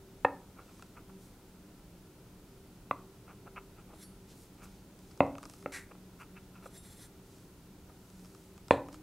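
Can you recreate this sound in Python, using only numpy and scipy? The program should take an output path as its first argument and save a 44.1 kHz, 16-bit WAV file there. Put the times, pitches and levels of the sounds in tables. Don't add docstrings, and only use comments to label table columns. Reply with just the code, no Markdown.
import sys
import numpy as np
from scipy import signal
from scipy.fft import rfft, irfft, next_fast_len
from scipy.io import wavfile
from scipy.ndimage import map_coordinates

SR = 44100
rng = np.random.default_rng(int(sys.argv[2]) if len(sys.argv) > 2 else 0)


def log_audio(samples):
    frames = np.atleast_2d(samples).T
    limited = np.clip(frames, -1, 1)
    pcm = np.round(limited * 32767).astype(np.int16)
    wavfile.write(sys.argv[1], SR, pcm)


N = 397782


def amp(db):
    return 10 ** (np.asarray(db) / 20)


def unit(x):
    return x / np.sqrt(np.mean(x ** 2) + 1e-20)


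def along(points, hz):
    pitches, values = np.transpose(points)
    return np.interp(np.log(hz + 1), np.log(pitches + 1), values)


def wobble(rate):
    return map_coordinates(rng.standard_normal(int(N * rate / SR) + 4), [np.arange(N) * rate / SR])


def filtered(x, response):
    n = x.shape[-1]
    padded = next_fast_len(n + SR // 10)
    return irfft(rfft(x, padded) * response(np.fft.rfftfreq(padded, 1 / SR)), padded)[..., :n]


def coloured(x, colour):
    return unit(filtered(x, lambda hz: amp(along(colour, hz))))


def resonances(modes, hz):
    return sum((-1) ** k * amp(db) * 1j * hz * width / (pitch ** 2 - hz ** 2 + 1j * hz * width)
               for k, (pitch, width, db) in enumerate(modes))


def fade(t, fade_s):
    return np.exp(-np.log(1000) * t / fade_s)


def swell(t, length):
    return np.exp(-2 * (t / length) ** 2)


def grains(n, per_s, spread_db):
    chance, size = rng.random(n), rng.standard_normal(n)
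    return (chance < per_s / SR) * amp(spread_db * np.clip(size, -2, 2)) * rng.choice([-1, 1], n)


def stroke(start_s, length_s, db, growth_db, attack_s, release_db_per_s):
    t = np.maximum(np.arange(N) / SR - start_s, 0)
    to_go = np.maximum(1 - t / length_s, 0)
    after_s = np.maximum(t - length_s, 0)
    return amp(db - growth_db * to_go - release_db_per_s * after_s) * (1 - np.exp(-t / attack_s))


def add(track, start_s, sound):
    start = max(round(start_s * SR), 0)
    part = track[..., start:start + sound.shape[-1]]
    part += sound[..., :part.shape[-1]]


# pitch_hz, level_db
AIR_COLOUR = [(13, -39), (22, -5), (151, -7), (183, -2), (215, -10), (299, -8.5), (353, -11.5), (383, -9),
              (416, -13.5), (646, -20.5), (976, -22), (1150, -27), (1360, -23), (1640, -29.5),
              (15700, -36.5)]
# pitch_hz, likeness (1 = the same)
AIR_LIKENESS = [(60, 0.99), (130, 0.99), (290, 1), (640, 0.95), (1410, 0.83), (3100, 0.43), (6820, 0.3),
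                (15000, 0.13)]


def air(level_db=-56):
    side_share = lambda hz: np.tan(np.arccos(np.clip(along(AIR_LIKENESS, hz), -1, 1)) / 2)
    colour = lambda hz: amp(along(AIR_COLOUR, hz))
    mid = filtered(rng.standard_normal(N), colour)
    side = filtered(rng.standard_normal(N), lambda hz: colour(hz) * side_share(hz))
    return amp(level_db) * np.array([mid + side, mid - side]) / np.std(mid)


# pitch_hz, level_db
HUM_NOTES = [(43, -71), (87, -71.5), (122, -67.5), (187, -63.5), (304, -68.5), (387, -67.5)]


def hum(waver_db=4.5, drift_radians=0.98):
    out, t = np.zeros(N), np.arange(N) / SR
    for hz, db in HUM_NOTES:
        waver = amp(waver_db * wobble(6))
        out += amp(db) * unit(waver * np.sin(2 * np.pi * hz * t + drift_radians * wobble(12)))
    return out


def thin_and_delay_bass(x, low_hz=95, slow_hz=620):
    _, poles = signal.butter(2, slow_hz, fs=SR)
    delayed = signal.lfilter(poles[::-1], poles, x)
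    return signal.lfilter(*signal.butter(2, low_hz, 'high', fs=SR), delayed)


# start_s, level_db, weight_db (push behind the blade), flex_hz, flex_db,
# ring_hz, ring_db, contact_hz (higher = harder), heel_lag_s, heel_share
LANDINGS = [(0.2476, -11.5, -2, 992, -1, 1817, -12.5, 3750, .0023, 1.36),
            (2.9108, -15, -3.5, 1130, -1, 2020, -18, 3900, 0.00083, .43),
            (5.205, -5, 5.3, 1010, -5.5, 2070, -23, 3600, 0.00152, 0.23),
            (5.6596, -20.5, 1.5, 1300, -7, 2060, -16, 3180, .00221, 0.39),
            (8.7085, -2.2, 3.5, 1000, -6.5, 1760, -17, 5300, .00208, 0.34)]
# pitch_hz, level_db, fade_s, swing (+1 towards the listener, -1 away)
COUNTER_NOTES = [(81, -36, 0.23, -1), (136, -26, 0.018, 1), (279.3, -25, 0.28, 1), (328, -17.5, 0.02, 1),
                 (546, -2, 0.015, 1), (610, -19, 0.041, -1), (810, -12, 0.018, -1), (1290, -36, .012, -1),
                 (1980, -24, 0.011, 1), (2600, -14, 0.011, -1), (3460, -30.5, 0.01, -1)]
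# pitch_hz, level_db
CRUNCH_COLOUR = [(1500, -13), (3000, -3.5), (3900, 4.5), (5200, -17.5), (8000, -10), (15000, -32)]


def knocks(thud_hz=440, ordinary_contact_hz=4000, crunch_db_per_octave=23.5):
    out, t = np.zeros((2, N)), np.arange(SR // 2) / SR
    note = lambda hz, db, fade_s: amp(db) * fade(t, fade_s) * np.sin(2 * np.pi * hz * t)
    crunch_shape = (fade(t, 0.011) + amp(-15) * fade(t, 0.23)) * (1 - fade(t, 0.002))
    for (start_s, db, weight_db, flex_hz, flex_db,
         ring_hz, ring_db, contact_hz, heel_lag_s, heel_share) in LANDINGS:
        counter = sum(np.sign(swing) * note(hz, level + weight_db * (hz < thud_hz), fade_s)
                      for hz, level, fade_s, swing in COUNTER_NOTES)
        echo_db = -12 + 0.62 * weight_db
        blade = note(ring_hz, ring_db, fade_s=0.027) - note(flex_hz, flex_db, fade_s=0.013)
        cushion = signal.butter(2, contact_hz, fs=SR)
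        softened = signal.lfilter(*cushion, signal.lfilter(*cushion, counter + blade))
        tip = amp(db) * thin_and_delay_bass(softened)
        heel = heel_share * np.interp(t - heel_lag_s, t, tip, left=0)
        grit = coloured(rng.standard_normal(len(t)), CRUNCH_COLOUR)
        crunch_db = db - 38 + crunch_db_per_octave * np.log2(contact_hz / ordinary_contact_hz)
        crunch = amp(crunch_db) * crunch_shape * grit
        add(out, start_s, kitchen(tip + heel + crunch, echo_db))
    return out


# pitch_hz, fade_s
ECHO_FADES = [(100, 0.52), (500, 0.39), (1000, 0.34), (2200, 0.29), (4000, 0.13), (10000, 0.24)]
# pitch_hz, level_db
ECHO_COLOUR = [(160, 0), (230, -1.5), (320, 1.5), (540, -1.5), (800, .5), (1500, -.5), (2700, -2),
               (4000, 0)]


def kitchen(x, echo_db, gap_s=0.0014, width=0.018):
    hz, t, noise = signal.stft(rng.standard_normal((2, SR // 2)), SR, nperseg=256)
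    _, tail = signal.istft(noise * fade(t, along(ECHO_FADES, hz)[:, None]), SR, nperseg=256)
    onset = 1 - np.exp(-(np.arange(tail.shape[1]) / SR / gap_s) ** 4)
    tail = filtered(tail * onset, lambda hz: amp(along(ECHO_COLOUR, hz)))
    tail /= np.linalg.norm(tail[0])
    mid, side = amp(echo_db) * signal.fftconvolve(x[None], tail, axes=1)[:, :len(x)]
    return np.array([x + mid + width * side, x + mid - width * side])


# peak_s, length_s, level_db, brightness_db_per_octave
ROCKS = [(.591, 0.038, -54.5, -2), (.695, .035, -63, 1), (.974, .025, -54, -.5), (1.099, .018, -60.5, -4),
         (3.298, 0.034, -54, -0.5), (3.473, .014, -49.5, -4.5), (3.572, .019, -43.5, 3),
         (3.783, .026, -57, 1.5), (3.903, .027, -57, -5), (3.936, .008, -49, -8.5), (4.63, .06, -59, 2),
         (5.914, 0.009, -52, -2), (5.954, .0055, -51, -6), (6.212, .03, -52, 4), (6.368, .028, -56, 7),
         (6.563, 0.034, -59.5, 4), (6.635, .035, -59.5, 1), (6.663, .009, -44.5, -5),
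         (7.899, .018, -59.5, -7)]
# pitch_hz, width_hz, level_db
EDGE_NOTES = [(520, 180, -5), (930, 300, -4), (1330, 170, 1), (2280, 280, -10), (2660, 260, -8)]


def grinds(pivot_hz=1300, top_hz=3100):
    out, t = np.zeros(N), np.arange(-SR // 10, SR // 10) / SR
    stretch = np.where(t < 0, .8, 1.2)
    for peak_s, length_s, db, brightness in ROCKS:
        tilt = lambda hz: amp(brightness * np.log2(np.maximum(hz / pivot_hz, .25)))
        colour = lambda hz: resonances(EDGE_NOTES, hz) * tilt(hz) / (1 + (hz / top_hz) ** 8)
        slips = unit(filtered(grains(len(t), per_s=900, spread_db=4), colour))
        add(out, peak_s + t[0], amp(db) * swell(t, length_s * stretch) * slips)
    return out


# middle_s, length_s, level_db, pitch_hz
FLOUR_BRUSHES = [(0.751, .25, -69.5, 5200), (1.25, .1, -67.5, 8500), (4.312, .05, -63, 4800),
                 (4.411, .095, -64, 8500), (4.645, .022, -58.5, 10200), (4.688, .2, -70, 4500),
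                 (5.103, .18, -71, 5400), (5.526, .21, -65, 6700), (6.213, .032, -64.5, 8000),
                 (7.351, 0.19, -68.5, 6000), (8.269, 0.41, -69, 7000), (8.945, .04, -63, 5500)]


def brushes(top_hz=12500):
    out, t = np.zeros(N), np.arange(-SR // 2, SR // 2) / SR
    for middle_s, length_s, db, pitch_hz in FLOUR_BRUSHES:
        band = lambda hz: np.exp(-.5 * np.log2((hz + 1) / pitch_hz) ** 2)
        colour = lambda hz: band(hz) / np.sqrt(1 + (hz / top_hz) ** 8)
        hiss = unit(filtered(grains(len(t), per_s=3500, spread_db=3.5), colour))
        add(out, middle_s + t[0], amp(db) * swell(t, length_s) * hiss)
    return out


# start_s, level_db, body_boost_db
LOUD_SNAPS = [(0.795, -46, 4), (0.8235, -38, 5), (5.3525, -47, 15), (5.382, -38, 6), (5.4296, -38, 4),
              (5.4367, -40, 4), (5.454, -36, 5), (5.4974, -35.5, -2), (5.5368, -42, 2), (5.6255, -44.5, 4),
              (5.7205, -43, 7), (8.348, -45, 1), (8.5779, -42.5, -1), (8.6827, -37.5, 0),
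              (8.8855, -44.5, 11), (8.928, -41, 2.5), (8.943, -41, 4.5)]
# pitch_hz, level_db
TICK_COLOUR = [(1500, -20), (3000, -10), (4200, -8), (5200, 1), (6300, -5), (8000, -6), (11000, -15),
               (15500, -27)]


def snaps(rows=LOUD_SNAPS, decay_s=.0014, rise_s=.0003, body_top_hz=2200):
    out, t = np.zeros(N), np.arange(SR // 20) / SR
    body_colour = lambda hz: resonances(EDGE_NOTES, hz) / (1 + 1j * hz / body_top_hz)
    for start_s, db, body_boost_db in rows:
        tick = amp(-5.8) * coloured(rng.standard_normal(len(t)), TICK_COLOUR)
        body = amp(body_boost_db - 6) * unit(filtered(rng.standard_normal(len(t)), body_colour))
        snap = tick * np.exp(-t / decay_s) + body * np.exp(-t / (2 * decay_s))
        add(out, start_s, amp(db) * snap * (1 - np.exp(-t / rise_s)))
    return out


# start_s, length_s, final_level_db, growth_db
BLADE_SLIDES = [(3.921, 0.11, -54.5, 21), (6.625, 0.044, -63, -1), (6.698, 0.07, -55, 15),
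                (6.825, 0.24, -57.8, 2.5)]
# pitch_hz, level_db
HISS_COLOUR = [(1200, -3.5), (2000, 2), (2800, -11), (3800, -1.5), (5500, -4), (8300, -2), (11000, -3),
               (15500, -13)]
# pitch_hz, fade_s, free_db (blade loose), held_db (a hand on its back)
STEEL_NOTES = [(3420, 0.13, -24, -7), (3710, 0.27, -20, -3), (4140, 0.11, -3, -11.5), (4560, 0.37, -2, -23),
               (5227, .15, -20, -11), (5600, .15, 3, -19), (5960, 0.16, -20, -10), (7430, 0.17, -18, 8.5),
               (8550, 0.13, -14, 4), (8800, .3, -12, -1), (9340, 0.42, 0, -24), (9800, 0.52, -1, -29),
               (10130, 0.2, -4, 4), (10790, .26, 3, -21), (11300, .28, 1, -10.5), (11540, .15, -20, -7.5),
               (15300, .11, -11, -20)]


def slides(note_width_hz=40, cling_db=1.5, clings_per_s=40):
    rub = grains(N, per_s=12000, spread_db=5)
    hiss = coloured(rub, HISS_COLOUR)
    notes = [(hz, note_width_hz, held_db / 2) for hz, _, _, held_db in STEEL_NOTES]
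    sing = unit(filtered(rub, lambda hz: resonances(notes, hz)))
    pull = sum(stroke(*slide, attack_s=0.0073, release_db_per_s=700) for slide in BLADE_SLIDES)
    cling = amp(cling_db * wobble(clings_per_s))
    return pull * cling * unit(hiss + sing)


# start_s, level_db, grip (0 = free, 1 = held)
RELEASES = [(4.026, -59.5, 0.08), (6.773, -57, 0.83)]


def pings(rise_s=0.0014):
    out, t = np.zeros(N), np.arange(SR // 2) / SR
    for start_s, db, grip in RELEASES:
        for hz, fade_s, free_db, held_db in STEEL_NOTES:
            note_db = db + np.interp(grip, [0, 1], [free_db, held_db])
            ring = fade(t, fade_s) * np.sin(2 * np.pi * (hz * t + rng.random()))
            add(out, start_s, amp(note_db) * (1 - np.exp(-t / rise_s)) * ring)
    return out


# start_s, end_s
PRESS_TIMES = [(4.99, 5.29), (8.1, 8.3)]


def tears(per_s=18, level_db=-47.5, spread_db=2, body_boost_db=-1):
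    rows = []
    for start_s, end_s in PRESS_TIMES:
        count = round((end_s - start_s) * per_s)
        for k, (when, size) in enumerate(rng.random((count, 2))):
            snap_s = start_s + (end_s - start_s) * (k + when) / count
            rows.append((snap_s, level_db + spread_db * (2 * size - 1), body_boost_db))
    return snaps(rows)


# pitch_hz, level_db
SCRAPE_COLOUR = [(530, -37.5), (900, -6), (1000, -21), (1090, -4), (1290, -17), (1380, -4.5), (2120, 3),
                 (3260, -16), (3890, -7), (4880, -13), (6270, -11.5), (7960, -10.5), (11000, -15.5),
                 (15500, -34)]


def drag():
    push = stroke(start_s=5.72, length_s=.042, db=-42.5, growth_db=5, attack_s=.002, release_db_per_s=330)
    return push * coloured(grains(N, per_s=4300, spread_db=3.5), SCRAPE_COLOUR)


def scene():
    small_sounds = grinds() + brushes() + snaps() + slides() + pings() + tears()
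    handling = kitchen(small_sounds, echo_db=-15, width=.1)
    scrape = kitchen(drag(), echo_db=-6, width=0.06)
    return air() + hum() + knocks() + handling + scrape


def record(dry, top_hz=15780):
    return filtered(dry, lambda hz: hz < top_hz)


dry = scene()
out = record(dry)
log_audio(out)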